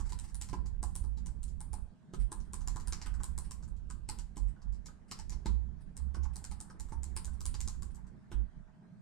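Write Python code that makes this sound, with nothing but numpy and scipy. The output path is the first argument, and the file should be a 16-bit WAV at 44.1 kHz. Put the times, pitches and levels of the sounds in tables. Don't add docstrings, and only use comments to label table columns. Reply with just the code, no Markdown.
import sys
import numpy as np
from scipy import signal
from scipy.fft import rfft, irfft, next_fast_len
from scipy.io import wavfile
from scipy.ndimage import uniform_filter1d

SR = 44100
rng = np.random.default_rng(int(sys.argv[2]) if len(sys.argv) > 2 else 0)


def magnitude_from_level(level_db):
    exponent = np.asarray(level_db, float) / 20
    return 10 ** exponent


def unload_wav(signal):
    wavfile.write(
        sys.argv[1],
        SR,
        np.round(np.clip(np.atleast_2d(signal).T, -1, 1) * 32767).astype(np.int16),
    )


N = 397341

# (frequency [Hz], width [Hz], level [dB])
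TICK = [(6681, 3300, -1.5), (8300, 1600, 17.5), (9300, 2070, 2), (11980, 1900, 6.5)]
# (frequency [Hz], width [Hz], level [dB])
CAP = [(2190, 700, -15), (3050, 1200, -9), (4760, 2180, -11), (4900, 1700, -8.5), (5640, 1870, -2.5)]
# (frequency [Hz], left-right likeness [-1 to 1])
SAME = [(100, 0.43), (500, 0.16), (2000, 0.17), (8000, 0.18)]


def evened(x):
    return x / np.sqrt(np.mean(x ** 2) + 1e-20)


def read(points, hz):
    f, value = np.transpose(points)
    return np.interp(np.log(hz + 1), np.log(f + 1), value)


def add(mix, s, sound):
    part = mix[..., round(s * SR):][..., :sound.shape[-1]]
    part += sound[..., :part.shape[-1]]


def strike(modes, chance, blow_s, detune, spread_db, size=3000):
    t = np.arange(size) / SR
    hz, width, db = np.transpose(modes)[:, :, None]
    louder, sharper = chance[:2, :len(modes), None]
    level = magnitude_from_level(db + spread_db * louder) * np.exp(-np.pi * width * t)
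    ring = (level * np.sin(2 * np.pi * hz * (1 + detune * sharper) * t)).sum(0)
    ring = ring * (1 - np.exp(-t / blow_s))
    return ring / abs(ring).max()


def noise(spectrum, same, patchy_db, size):
    frames, hz = 4 * N // size + 5, np.fft.rfftfreq(size, 1 / SR)
    a, b, c, d, patches = rng.standard_normal((frames, len(hz), 5)).T
    patches = uniform_filter1d(patches, size=8, axis=0)
    patches = evened(uniform_filter1d(patches, size=10, axis=1))
    same = np.clip(read(same, hz), -1, 1)[:, None]
    left, other = a + 1j * b, c + 1j * d
    z = np.array([left, same * left + np.sqrt(1 - same ** 2) * other])
    z = z * magnitude_from_level(read(spectrum, hz)[:, None] + patchy_db * patches)
    return evened(signal.istft(z, nperseg=size, noverlap=3 * size // 4)[1][:, :N])


def strokes():
    # (time [s], tick peak [dB], case knock re tick [dB])
    crisp = [(0.4129, -29, -30), (0.8286, -32, -11), (.9532, -32, -22.5), (1.4307, -36.5, -38),
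             (1.6048, -38, -17.5), (2.3178, -33.5, -10.5), (2.5332, -31.5, -18), (2.7601, -37.5, -8.5),
             (3.2333, -29.5, -22), (3.3778, -31.5, -19), (6.3576, -34, -22.5), (6.6026, -34.5, -20.5),
             (6.7981, -35, -23.5), (7.0326, -34.5, -24), (7.246, -32, -29), (7.4063, -36, -23),
             (7.4546, -28.5, -27), (7.6044, -31.5, -27.5), (7.6757, -30, -21.5), (7.822, -40, -16.5)]
    # (tick [Hz], cap [Hz], case [Hz], cap rattle re tick [dB])
    crisp_voice = [(7600, 5390, 1270, -19), (8100, 5280, 850, -26), (9000, 4980, 837, -26),
                   (8400, 5880, 900, -26), (9000, 5290, 845, -24), (8600, 4160, 869, -20),
                   (8300, 5490, 991, -22), (7400, 4530, 900, -18), (8100, 5510, 1210, -28),
                   (8700, 5870, 966, -28), (8200, 4980, 880, -24), (8400, 5250, 756, -28),
                   (7700, 5520, 980, -26), (7600, 4780, 883, -28), (7800, 4840, 875, -28),
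                   (7900, 5670, 1380, -26), (8800, 5050, 1110, -22), (7300, 5960, 937, -22),
                   (7200, 4910, 980, -28), (7700, 5190, 1290, -26)]
    # (time [s], tick peak [dB], cap rattle re tick [dB], case knock re tick [dB])
    loose = [(.001, -42, -16, -10), (.1211, -41, -11.5, -8.5), (0.1888, -35, -20.5, -32),
             (0.3447, -36.5, -22, -24.5), (1.26, -40.5, -16.5, -20), (1.731, -37, -19, -12.5),
             (2.6743, -33.5, -19, -14.5), (2.873, -34, -20, -20), (2.9236, -33, -8.5, -15),
             (3.0147, -42, -6, -16), (3.0604, -40, -10.5, -8), (3.5096, -34.5, -20.5, -20.5),
             (3.9007, -41.5, -16.5, -12), (4.0884, -33, -10, -12.5), (5.1124, -33.5, -10, -16),
             (5.1888, -43.5, -9.5, -10), (5.2953, -39, -19.5, -29), (5.9669, -39, -19.5, -27),
             (6.4413, -33, -19.5, -25.5), (6.5126, -40.5, -12, -12), (7.1643, -28.5, -16.5, -20.5),
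             (7.5414, -40.5, -10, -12)]
    # (tick [Hz], cap [Hz], case [Hz])
    loose_voice = [(7700, 5860, 1090), (8000, 4600, 985), (7980, 3980, 999), (9160, 4920, 845),
                   (7930, 5760, 869), (8830, 5250, 834), (7200, 4520, 900), (8800, 4470, 1380),
                   (7000, 5400, 1560), (7230, 5300, 1200), (8020, 3200, 1430), (7960, 5820, 867),
                   (7680, 4640, 1290), (8200, 4900, 982), (7370, 5380, 1150), (7450, 5640, 845),
                   (7000, 5610, 832), (8280, 5170, 1610), (7490, 5390, 1340), (8600, 4690, 848),
                   (8800, 4800, 988), (7130, 4830, 856)]
    # (time [s], tick peak [dB], case knock re tick [dB], table thump re tick [dB])
    bar = [
        (0.53, -44.5, 1, 7),
        (2.136, -47.5, -3.5, 7),
        (4.3683, -45.5, -7.5, -3.5),
        (5.458, -38, -4.5, 3.5),
        (6.1446, -52, 6, 4),
        (8.316, -53, 0, 11),
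    ]
    # (tick [Hz], cap [Hz], case [Hz], cap rattle re tick [dB])
    bar_voice = [(7400, 4800, 860, -8), (7910, 3800, 1130, -9), (7780, 5060, 1090, -15),
                 (7400, 4510, 1090, -6), (8590, 5400, 1380, -8), (8000, 3360, 1470, -5)]
    # (time [s], tick peak [dB], cap rattle re tick [dB], case knock re tick [dB])
    light = [(0.0923, -48, -12.5, -24), (0.4871, -47, -11, -10), (.6589, -51, -16, -9),
             (1.039, -56.5, -12, -1.5), (1.1733, -54.5, -8.5, -11), (1.48, -53.5, -39, -30),
             (2.4017, -58, -16.5, -15), (2.6081, -52, -21, -6.5), (2.7984, -47, -14.5, -13),
             (3.139, -52.5, -15.5, -5.5), (3.2007, -57.5, -14, 7.5), (3.6254, -52.5, -16, -8.5),
             (3.6773, -61, -32, -3.5), (3.764, -65, -12.5, -16.5), (4.1864, -46.5, -11, -10),
             (4.6174, -63, -8.5, -5), (4.7246, -59, -13.5, -13), (4.7459, -64, -10.5, -10),
             (4.8579, -45.5, -14, -21), (5.3213, -54, -2.5, -2), (6.231, -51.5, -11, -11),
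             (6.6988, -58, -8, 5), (6.885, -56, -22, -10), (6.921, -53.5, -10, 6),
             (7.3327, -56.5, -17, -22), (7.9462, -51.5, -42, -18.5), (8.0672, -64.5, -14, -11.5)]
    crisp_thump_db, loose_thump_db, light_thump_db = 0.2, -0.35, 3
    rows = [(s, db, *voice, case, case + crisp_thump_db)
            for (s, db, case), voice in zip(crisp, crisp_voice)]
    rows += [(s, db, *voice, cap, case, case + loose_thump_db)
             for (s, db, cap, case), voice in zip(loose, loose_voice)]
    rows += [(s, db, *voice, case, table) for (s, db, case, table), voice in zip(bar, bar_voice)]
    scatter = np.exp(.1 * rng.standard_normal((len(light), 2)))
    rows += [(s, db, 7600 * a, 4900 * b, 0, cap, case, case + light_thump_db)
             for (s, db, cap, case), (a, b) in zip(light, scatter)]
    return rows


def clicks(rows):
    cap_ring_db, cap_ring_width_hz = -5, 1100
    rattle_db, rattle_s = -11, .007
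    landing_s = .0011
    air, blurred = np.zeros((2, N))
    chance = rng.standard_normal((len(rows), 2, 2, 12))
    grit, sparse = rng.standard_normal((len(rows), 2, 1600)), rng.random((len(rows), 2, 1600))
    t = (np.arange(1600) - 400) / SR
    snap = magnitude_from_level(-12) * np.exp(-abs(t) / .001)
    for (s, db, hz, cap_hz, _, cap_db, _, _), c, g, u in zip(rows, chance, grit, sparse):
        tick_modes = TICK * np.array([hz / TICK[1][0], 1, 1])
        tick = strike(tick_modes, c[0], .00005, 0.003, 1.9, size=200)
        cap_modes = CAP + [(cap_hz, cap_ring_width_hz, cap_ring_db)]
        cap = magnitude_from_level(cap_db + 7.5) * strike(cap_modes, c[1], .0001, 0.03, 1.5, size=200)
        soft = np.clip((-39.0 - db) / 9, 0, 1)
        going_down = magnitude_from_level(-33 + 12 * soft) * np.exp(t / 0.011)
        settling = magnitude_from_level(-14.5) * np.exp(-t / 0.0038) + soft * magnitude_from_level(-11) * np.exp(-t / .016)
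        chatter = (snap + np.where(t < 0, going_down, settling)) * g * (u < .08)
        chatter[1] += (t > 0) * magnitude_from_level(rattle_db) * np.exp(-t / rattle_s) * g[1] * (u[1] > .85)
        chatter[:, np.argmin(abs(t))] = (1 - .6 * soft) * np.array([1, .6])
        click = np.convolve(tick, chatter[0]) + np.convolve(cap, chatter[1])
        start = s + landing_s + t[0]
        add(air, max(start, 0), magnitude_from_level(db + 1.0) * click[round(max(-start, 0) * SR):])
        weight = np.linalg.norm(chatter, axis=1)
        add(blurred, s + landing_s, magnitude_from_level(db - .2) * (weight[0] * tick + weight[1] * cap))
    return air, blurred


def blows(rows):
    # (frequency [Hz], width [Hz], level [dB])
    case_modes = [(657, 93, -7), (743.41, 70, -8), (850, 67, -2), (916, 59.5, -2.5), (1014.3, 70.4, 0),
                  (1097, 73, -3), (1251, 74.69, -4), (1483.1, 85, -7), (1534, 80, -9), (1960, 450, -13)]
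    # (frequency [Hz], width [Hz], level [dB])
    table_modes = [(98, 30, -5), (127, 44, -7), (195.76, 25.3, 3), (283, 49, 0.5), (332.3, 16.7, -4.5),
                   (469.03, 200, 2), (600, 280, -17.5)]
    # (frequency [Hz], width [Hz], level [dB])
    slap_modes = [(600, 300, -5), (1300, 700, -1), (2000, 800, 0), (2900, 1200, 0)]
    # (time [s], case knock peak [dB],
    # table thump re knock [dB])
    dull = [(0.057, -72, 7), (1.282, -64, 12), (1.779, -63, -1), (2.029, -87, 17.5), (2.369, -63, -2),
            (4.12, -58, -1), (4.519, -76, 12), (4.563, -64, 6), (4.659, -68, -3), (4.882, -54, -12.5),
            (5.489, -56.5, 5), (5.739, -83, 5.5), (5.858, -78.5, 4), (5.994, -62, -5), (6.82, -64, -3),
            (.24, -62, -5), (2.768, -52, -10), (6.169, -60, 17.5), (6.252, -50.5, -7), (6.748, -69.5, 20.5),
            (7.276, -56, -1), (7.746, -64, 4.5), (8.538, -79, 6),
            (.533, -45, -2),
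        (2.136, -59.5, 10.5),
        (4.368, -54.5, 9.5),
        (5.114, -52, 7),
        (8.316, -60.5, 3.5),
    ]
    knock_hz, knock_octaves, knock_wander = 890, .4, .4
    knocks, thumps = np.zeros((2, N))
    hits = [(s, db + case_db, db + table_db, case_hz) for s, db, _, _, case_hz, _, case_db, table_db in rows]
    hits += [(s, db, db + table_db, 0) for s, db, table_db in dull]
    chance = rng.standard_normal((len(hits), 3, 2, 12))
    for (s, case_db, table_db, case_hz), c in zip(hits, chance):
        lightness = np.clip((-44.5 - case_db) / 8, 0, 1)
        centre = case_hz or knock_hz * np.exp(knock_wander * abs(c[0, 0, -1]) * lightness)
        rung = [(f, w, d - min(6 * (np.log2(f / centre) / knock_octaves) ** 2, 8)) for f, w, d in case_modes]
        add(knocks, s + .002, magnitude_from_level(case_db + 1.0) * strike(rung, c[1], 0.0035, .015, 4, size=1600))
        add(knocks, s + .0011, magnitude_from_level(case_db - 2.5) * strike(slap_modes, c[0], .0002, .12, 2.5, size=300))
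        thump = strike(table_modes, c[2], 0.001, 0.044, 2.1, size=1600)
        add(thumps, s, magnitude_from_level(1.4 * (table_db + 46.0) - 46.5) * thump)
    return knocks, thumps


def room(x, blurred):
    # (left [s], right [s])
    echo_s = [(.0070, .0069), (.0078, .0080), (.0093, .0094), (.0108, .0112), (.0163, .0167), (.0215, .022),
              (.031, .029)]
    # (left [dB], right [dB])
    echo_db = [(-7.5, -11), (-21.5, -1.5), (-5.5, -15.5), (-14.5, -16.5), (-44.5, -10.5), (-11.5, -24.5),
               (-18, -17)]
    # (frequency [Hz], time [s])
    fade = [(300, 0.37), (900, 0.34), (2500, 0.33), (6000, 0.26), (12000, 0.29)]
    early = np.zeros((2, 1500))
    for (left_s, right_s), db in zip(echo_s, echo_db):
        early[[0, 1], [round(left_s * SR), round(right_s * SR)]] = magnitude_from_level(np.array(db) + 2.5)
    out = signal.oaconvolve(x[None], early, axes=1)[:, :N]
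    size = SR // 3
    slots = np.arange(300, size - 20, 12)
    for turn in range(2):
        taps = np.zeros((2, size))
        at = slots + rng.integers(0, 12, (2, len(slots)))
        np.put_along_axis(taps, at, rng.choice([-1., 1.], at.shape), 1)
        taps[1] = 0.26 * taps[0] + 0.85 * taps[1]
        hz, t, z = signal.stft(taps, SR, nperseg=128)
        decay = magnitude_from_level(-60 * t / read(fade, hz)[:, None])
        onset = np.clip((t - .008) / 0.0093, 0, 1)
        tail = signal.istft(z * decay * onset, SR, nperseg=128)[1]
        tail = tail / np.linalg.norm(tail[0])
        window = np.cos(np.pi * (np.arange(N) / SR * 3 + turn / 2))
        out += magnitude_from_level(-1.5) * signal.oaconvolve((blurred * window)[None], tail, axes=1)[:, :N]
    return out


def effort():
    # (time [s], level [dB])
    trembling = [(0, -42.5), (1.33, -44.5), (1.82, -44.5), (1.96, -74), (2.3, -72), (2.55, -43.5),
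                 (3.45, -47.5), (4.15, -46.5), (4.4, -59), (5.09, -60.5), (5.2, -46.5), (5.8, -54),
                 (6.4, -47), (6.7, -54), (7.05, -42), (7.8, -43), (8.15, -53), (8.3, -77)]
    return np.interp(np.arange(N) / SR, *np.transpose(trembling))


def shake():
    # (peak time [s], level [dB], sway frequency [Hz], settling time per 20 dB [s])
    sways = [(.012, -38.4, 41.5, .39), (.602, -40.4, 55.5, .39), (1.062, -35, 56, .41),
             (1.782, -41.4, 50.5, .09), (2.202, -28.4, 47.5, .052), (2.372, -38.4, 38.5, .052),
             (2.622, -39.4, 36.5, .44), (3.102, -35.4, 44.5, .26), (3.302, -38.4, 68.5, .31),
             (3.542, -42.4, 63.5, .09), (3.682, -39.5, 48.2, .26), (4.202, -42.4, 37.5, .16),
             (4.422, -29.4, 46.5, .082), (4.672, -34.5, 48.4, .14), (5.342, -40.4, 60.5, 0),
             (5.512, -27.4, 57, .16), (6.022, -35, 66.5, .19), (6.192, -32.4, 66.4, 0.19),
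             (6.502, -41.4, 62.5, .16), (6.802, -43.4, 55.4, .31), (6.962, -36.4, 64.4, .062),
             (8.372, -29.4, 52.5, .072), (8.562, -49.4, 50.4, .16)]
    # (frequency [Hz], level [dB per Hz])
    jolt_spectrum = [(12, -13.5), (25, 0), (50, 0.5), (75, -4.5), (95, -19), (140, -16), (300, -48),
                     (600, -97), (1000, -120)]
    rise_s, hold_s, gain_db = 0.052, .05, -3
    trembling = magnitude_from_level(2 * effort())
    t = np.arange(0, N, 32) / SR
    power = trembling[::32]
    for s, db, hz, settle_s in sways:
        rising, settling = (s - t) / rise_s, (t - s - hold_s) / min(settle_s, .5)
        fall = np.maximum(np.maximum(rising, settling), 0)
        power = power + magnitude_from_level(2 * (db + gain_db - 20 * fall))
    full_t = np.arange(N) / SR
    power = np.interp(full_t, t, power)
    db = 10 * np.log10(power)
    hz = np.interp(full_t, *np.transpose(sways)[::2])
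    clean = np.clip((db + 50) / 15 - .25 * trembling / power, .05, .95)
    turn = 2 * np.pi * np.cumsum(hz) / SR
    sway = np.sqrt(2) * np.sin([turn - 1.9, turn]) * [[.7], [1]]
    jolts = noise(jolt_spectrum, [(20, 0.31), (200, 0.092)], 2.5, size=2048)
    return magnitude_from_level(db) * magnitude_from_level([[-10.3], [5]]) * (np.sqrt(clean) * sway + np.sqrt(1 - clean) * jolts)


def hum():
    # (frequency [Hz], level [dB per Hz])
    hum_spectrum = [(40, -23), (105, -23.5), (150, 6.5), (200, -3), (260, -13), (400, -20.5), (550, -28),
                    (1000, -31.5), (2200, -42.5), (5000, -46.5), (9000, -50), (11000, -60), (16000, -84)]
    # (frequency [Hz], level [dB rms])
    fan = [(625, -84), (685, -88), (1510, -93), (1600, -92)]
    follows, lag_s, fan_duck = 0.059, 0.54, .2
    t = np.arange(N) / SR
    swing = uniform_filter1d(effort(), round(lag_s * SR)) + 70
    tones = np.zeros(N)
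    for hz, db in fan:
        waver = 4.5 * np.cumsum(rng.standard_normal(N)) / np.sqrt(SR)
        tones += magnitude_from_level(db) * np.sin(2 * np.pi * hz * t + waver)
    rumble = magnitude_from_level(-59 + follows * swing) * magnitude_from_level([[-1.5], [1.5]]) * noise(hum_spectrum, SAME, 2.8, size=1024)
    return rumble + np.sqrt(2) * tones * magnitude_from_level(-fan_duck * swing)


def street():
    # (frequency [Hz], level [dB per Hz])
    street_spectrum = [(300, -26.5), (500, -35), (800, 8), (1200, -1), (1700, 1.5), (2200, -9), (3500, -37),
                       (6000, -75)]
    # (time [s], level [dB])
    swells = [
        (0.0, -70),
        (0.6, -82.5),
        (1.88, -88.5),
        (3.09, -68.5),
        (3.94, -90),
        (4.52, -80),
        (5.9, -82),
        (6.3, -74),
        (9.01, -79.5),
    ]
    s, db = np.transpose(swells)
    return magnitude_from_level(np.interp(np.arange(N) / SR, s, db) + 2.5) * noise(street_spectrum, SAME, 3.4, size=512)


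def rustles():
    # (middle time [s], length [s], level [dB])
    slides = [(.065, .06, -62), (.245, .04, -58), (.29, .05, -63), (2.21, .06, -61), (2.455, .015, -68),
              (3.45, .05, -63), (4.362, .014, -62), (4.488, .04, -68), (5.09, .03, -68), (5.815, .04, -74),
              (6.338, .02, -64), (7.908, .02, -70)]
    out, grain = np.zeros(N), rng.standard_normal((len(slides), 2, 3000))
    chance = rng.standard_normal((len(slides), 2, 12))
    for (s, length, db), g, c in zip(slides, grain, chance):
        size = min(round(length * SR), 3000)
        colour = strike(TICK, c, .00005, .05, 3, size=200)
        colour = colour + magnitude_from_level(-3) * strike(CAP, c, .0001, .07, 3, size=200)
        grit = g[0] * (g[1] > .9)
        slip = evened(np.convolve(grit, colour))[:size] * np.hanning(size)
        add(out, s - length / 2, magnitude_from_level(db - 4.5) * slip)
    return out


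def scene():
    rows = strokes()
    air, blurred = clicks(rows)
    knocks, thumps = blows(rows)
    slides = rustles()
    air, blurred = air + slides, blurred + slides
    body = magnitude_from_level(-2.0) * knocks + magnitude_from_level(-4.5) * thumps
    heard = air + room(air + body, blurred + body)
    heard = heard + knocks * magnitude_from_level([[-3.5], [3]]) + thumps * magnitude_from_level([[-3], [2.5]])
    return heard + shake() + hum() + street()


def band_limit(x):
    return signal.sosfilt(signal.butter(12, 16300, fs=SR, output="sos"), x)


def record(dry):
    # (frequency [Hz], level [dB])
    mic = [(9800, 1.5), (11500, -2.5), (14000, -11.5), (16000, -11), (20000, -41)]
    size = next_fast_len(N)
    hz = np.fft.rfftfreq(size, 1 / SR)
    dulled = irfft(rfft(dry, size) * magnitude_from_level(read(mic, hz)), size)[:, :N]
    late = np.array([dulled[0], np.roll(dulled[1], 1)])
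    return band_limit(late)


dry = scene()
out = record(dry)
unload_wav(out)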